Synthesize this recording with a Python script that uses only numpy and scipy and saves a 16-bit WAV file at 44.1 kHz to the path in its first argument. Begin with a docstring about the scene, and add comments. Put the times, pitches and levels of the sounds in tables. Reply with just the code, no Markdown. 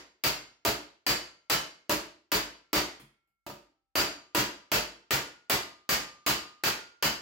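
"""Hammering sheet metal in a garage

At the workbench in a small hard garage, heard on a stereo pair of microphones. A hammer dresses a bend
over a steel beam, in two runs with one light tap between. Each blow claps the sheet on the beam, rings
both and shakes the bench; the walls answer, and a fast limiter holds the start of the blow flat."""
import sys
import numpy as np
from scipy import signal
from scipy.fft import rfft, irfft, next_fast_len
from scipy.io import wavfile
from scipy.ndimage import uniform_filter1d, minimum_filter1d

SR = 44100
rng = np.random.default_rng(int(sys.argv[2]) if len(sys.argv) > 2 else 0)


def dump_mix(stems):
    """Bounce the given channels to the path in sys.argv[1] as a 16-bit WAV at rate SR."""
    frames = np.atleast_2d(stems).T  # one column per channel
    limited = np.clip(frames, -1, 1)  # hard clip at full scale
    pcm = np.round(limited * 32767).astype(np.int16)
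    wavfile.write(sys.argv[1], SR, pcm)


N = 317961


def from_db(db):
    """Decibels to gain."""
    return 10 ** (np.asarray(db) / 20)


def read(points, hz):
    """A table joined by straight lines on a log-frequency axis."""
    f, value = np.transpose(points)
    return np.interp(np.log(hz + 1), np.log(f), value)


def add(mix, s, sound):
    """Adds a stereo sound at time s, dropping what falls outside."""
    start = round(s * SR)
    sound = sound[:, max(-start, 0):]
    part = mix[:, max(start, 0):][:, :sound.shape[1]]
    part += sound[:, :part.shape[1]]


def tint(x, spectrum):
    """Gives white noise a colour without changing its power."""
    size = next_fast_len(x.shape[-1] + SR)
    gain = from_db(read(spectrum, np.fft.rfftfreq(size, 1 / SR)))
    gain /= np.sqrt(np.mean(gain ** 2))
    return irfft(rfft(x, size) * gain, size)[..., :x.shape[-1]]


def noise(spectrum, size=SR):
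    """Coloured noise of rms 1."""
    return tint(rng.standard_normal(size), spectrum)


def ring(modes, scatter_db, detune, apart_hz=1800):
    """Dying sines at two microphones; the spot that is hit and the grip vary their strength and pitch."""
    hz, db, t60 = np.transpose(modes)[:, :, None]
    strength, pitch, sign = rng.standard_normal((3, len(modes), 1))
    t = np.arange(SR) / SR
    level = np.sign(sign) * from_db(db + scatter_db * strength) * 1e-3 ** (t / t60)
    # short waves reach the two microphones out of step
    lead = np.pi / 4 * np.minimum(hz / apart_hz, 1) * rng.choice([-1, 1], hz.shape)
    wave = level * np.exp(2j * np.pi * hz * (1 + detune * pitch) * t)
    return np.array([(wave * np.exp(1j * side * lead)).imag.sum(0) for side in (-1, 1)])


# Blows at the bench: t/s, force/dB, slack/0-1 (how far the sheet stands off the beam),
# clang/dB (how squarely the head lands), f/Hz of the sheet's free span
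HAMMER_BLOWS = [(-0.178, -5, 0.47, -2.5, 2123), (0.2381, -3, 0.23, 1.5, 2130), (0.6504, -4, 0.78, -6, 2123),
                (1.0656, -2, 0.34, 2.5, 2118), (1.4988, -2, 0.12, 3, 2130), (1.8953, -5.5, 0.9, -9, 2110),
                (2.318, -2.5, 0.67, -2.5, 2123), (2.7307, -1.5, 0.82, -1.5, 2140),
                (3.4652, -26.5, 0.84, -4.5, 1314), (3.4990, -32.5, 0.99, 0, 790), (3.955, 0, 0.72, 1, 1200),
                (4.3487, -1, .75, -2, 1200), (4.7170, -1, .6, -5.5, 1380), (5.1078, -2.5, 0.23, -5.5, 1428),
                (5.4978, -1.5, 0.34, -6.5, 1216), (5.8916, -1, 0, -4.5, 1202),
                (6.2641, -1.5, 0.28, -0.5, 1220), (6.6368, -2, 0.17, -1, 1412),
                (7.0254, -2.5, 0.33, 0, 1165)]


def hammer(walls, soft_db_per_db=0.76):
    """Each blow sounds sheet, beam and bench: a hard one is brighter, a light tap mostly boom."""
    out = np.zeros((2, N))
    for s, force_db, slack, clang_db, span_hz in HAMMER_BLOWS:
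        sheet = sheet_ring(slack, span_hz)
        beam = beam_ring(clang_db)
        # the clap fills the room; the longer rings reach the microphones more directly
        hard = clap(walls, tilt_db_per_octave=0.4 + 0.0075 * force_db)
        hard += garage(beam, walls, wet_db=-0.5)
        soft = garage(sheet, walls, wet_db=-6)
        soft += by_slack(slack, seated_db=-4, slack_db=2) * bench_thump()
        add(out, s, from_db(force_db) * hard + from_db(soft_db_per_db * force_db) * soft)
    return out


def by_slack(slack, seated_db, slack_db):
    """Gain between a sheet seated on the beam and one standing off it."""
    return from_db(np.interp(slack, [0, 1], [seated_db, slack_db]))


# Sheet clapping on beam, countless short modes: f/Hz, relative level/dB
CLAP_SPECTRUM = [(20, -40), (110, -10), (280, -0.5), (900, 3), (1500, 5), (2800, 3), (3700, -1), (4800, 0),
                 (6000, -3.5), (7600, -4), (8500, -13.5), (11500, -7), (15500, -2)]
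# Decay of the chatter: f/Hz, t60/s
CHATTER_T60 = [(200, 0.2), (2000, 0.067), (6000, .14), (15000, 0.13)]


def clap(walls, tilt_db_per_octave, crack_s=0.004):
    """A crack of steel on steel splashes off the walls, then the sheet chatters against the beam."""
    colour = [(hz, db + tilt_db_per_octave * np.log2(max(hz, 300) / 1500)) for hz, db in CLAP_SPECTRUM]
    t = np.arange(SR) / SR
    crack = from_db(-15) * np.exp(-t / crack_s) * noise(colour)
    splash = from_db(12.5) * tint(reflections(walls), colour)
    chatter = from_db(-21) * fade(noise(colour), CHATTER_T60)
    return crack + splash + garage(chatter, walls, wet_db=5.5)


# Modes of the sheet's broad face: f/Hz, relative level/dB, t60/s
SHEET_MODES = [(260, -34.5, 0.09), (301.4, -28.5, 0.17), (316, -36.5, 0.26), (341, -41.5, 0.4),
               (359, -31, 0.16), (432, -30, 0.14), (566, -34.5, 0.25), (597.6, -33.5, 0.28),
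               (660.8, -29.5, .18), (915, -33, 0.23), (959, -29, .16), (1110, -37, 0.061),
               (1209, -29.5, 0.13), (1297, -33, 0.17)]


def sheet_ring(slack, span_hz, span_cycles=1060, span_db_per_octave=-1.5):
    """The face booms and the free span rings; slack swells the boom and chokes the span."""
    face = ring(SHEET_MODES, scatter_db=2, detune=0.008)
    # the span dies within a set number of cycles; a longer, lower one rings longer and louder
    span_mode = (span_hz, span_db_per_octave * np.log2(span_hz / 1500), span_cycles / span_hz)
    span = ring([span_mode], scatter_db=3, detune=0)
    return by_slack(slack, -6.5, 7) * face + by_slack(slack, -36, -56.5) * span


# Modes of the steel beam and hammer head: f/Hz, relative level/dB, t60/s
BEAM_MODES = [(1362, -63, 1.45), (2180, -68, 1.3), (2995, -35, .3), (4118, -35, .17), (4151, -36, .17),
              (4480, -36, .28), (4640, -32, .12), (4666, -28, .19), (4690, -30, .14), (4707, -30, .19),
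              (4740, -33, .14), (4865, -36, .2), (5393, -40, .37), (5535, -38, .22), (6418, -42, .42),
              (6906, -48, .35), (7561, -41, .28), (8803, -55, .35)]


def beam_ring(clang_db):
    """Beam and hammer head clang, louder the more squarely the head lands."""
    return from_db(clang_db) * ring(BEAM_MODES, scatter_db=2.5, detune=0.00035)


# Modes of the bench under the beam: f/Hz, relative level/dB, t60/s
BENCH_MODES = [(44, -45, 0.23), (54, -41, 0.38), (71, -46.5, 0.32), (118.9, -38, 0.2), (142, -35, 0.25),
               (190.5, -43, 0.33), (211.2, -35.5, 0.27)]


def bench_thump(rebound_s=0.02717, push_db=-9):
    """The bench is pushed by the blow, and harder when the beam drops back on it."""
    out = from_db(push_db) * ring(BENCH_MODES, scatter_db=2, detune=0.013)
    add(out, rebound_s, ring(BENCH_MODES, scatter_db=3.5, detune=0.037))
    return out


# Decay of the garage: f/Hz, t60/s
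GARAGE_T60 = [(60, .55), (150, 0.43), (350, 0.42), (1200, 0.41), (4000, 0.41), (7000, 0.36), (10000, 0.32),
              (15500, 0.21)]
# Likeness of its tail at the two microphones: f/Hz, correlation/0-1
MIC_CORRELATION = [(100, 0.63), (350, 0.94), (700, 0.45), (1400, 0), (3000, 0), (16000, 0)]


def garage_tail():
    """Dense reflections off near walls, alike at both microphones in the bass."""
    left, other = rfft(rng.standard_normal((2, SR)))
    same = read(MIC_CORRELATION, np.fft.rfftfreq(SR, 1 / SR))
    right = same * left + np.sqrt(1 - same ** 2) * other
    tail = fade(irfft(np.array([left, right]), SR), GARAGE_T60)
    return tail / np.linalg.norm(tail[0])


def fade(x, t60):
    """Lets every band die at its own speed."""
    hz, t, bands = signal.stft(x, SR, nperseg=256)
    bands = bands * 1e-3 ** (t / read(t60, hz)[:, None])
    return signal.istft(bands, SR, nperseg=256)[1][..., :x.shape[-1]]


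def reflections(walls, moved_rad=0.89):
    """The garage's answer, which changes in part as the hammer and the arm move."""
    return np.cos(moved_rad) * walls + np.sin(moved_rad) * garage_tail()


def garage(x, walls, wet_db):
    """The direct path from bench to microphones, plus the longer ones by the walls."""
    reflected = signal.fftconvolve(np.atleast_2d(x), reflections(walls), axes=1)[:, :SR]
    return x + from_db(wet_db) * reflected


# Still air around the microphones: f/Hz, relative level/dB
AIR_SPECTRUM = [(15, -22), (50, 13.5), (120, -2.5), (500, -11), (2000, -14.5), (8000, -29.5), (16000, -31)]


def still_air(level_db=-97):
    """Faint, low room tone, different at each microphone."""
    return from_db(level_db) * np.array([noise(AIR_SPECTRUM, size=N) for _ in range(2)])


# The sheet shifts on the bench between the runs: t/s, tick gain/dB, bump gain/dB
SHEET_SHIFTS = [(2.998, -51.5, -26), (3.274, -85, -62)]


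def handling(walls, tick_s=0.00095):
    """The loose sheet settles under the glove with tiny bright ticks and soft bumps."""
    out, t = np.zeros((2, N)), np.arange(SR) / SR
    for s, tick_db, bump_db in SHEET_SHIFTS:
        tick = np.exp(-t / tick_s) * noise([(300, 6), (1500, 2.5), (8000, -8), (14000, -3)])
        bump = bench_thump() + ring(SHEET_MODES[:4], scatter_db=3, detune=0.011)
        add(out, s, from_db(tick_db) * garage(tick, walls, wet_db=16.5) + from_db(bump_db) * bump)
    return out


def scene():
    """Work at the bench in a still garage, a shade louder at the right microphone."""
    walls = garage_tail()
    air = still_air()
    work = hammer(walls) + handling(walls)
    return work * from_db([[-0.15], [0.15]]) + air


def record(dry, low_cut_hz=34, high_cut_hz=15950, ceiling_db=-22.5, recover_db_per_s=220, squeeze=0.99):
    """The microphones lose the deepest bass, a fast limiter flattens each blow, the top treble is cut."""
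    heard = signal.sosfilt(signal.butter(4, low_cut_hz, "highpass", fs=SR, output="sos"), dry)
    power = uniform_filter1d((heard ** 2).mean(0), size=130)
    power_db = 10 * np.log10(abs(power) + 1e-14)
    # the limiter looks a millisecond ahead and lets go as the ring dies
    peak_db = -minimum_filter1d(-power_db, size=90)
    recovery_db = np.arange(N) / SR * recover_db_per_s
    held_db = np.maximum.accumulate(peak_db + recovery_db) - recovery_db
    over_db = np.maximum(held_db - ceiling_db, 0)
    limited = heard / from_db(squeeze * uniform_filter1d(over_db, size=60))
    low_pass = signal.firwin(401, high_cut_hz, window=("kaiser", 9), fs=SR)
    return signal.oaconvolve(limited, low_pass[None], "same")


dry = scene()
out = record(dry)
dump_mix(out)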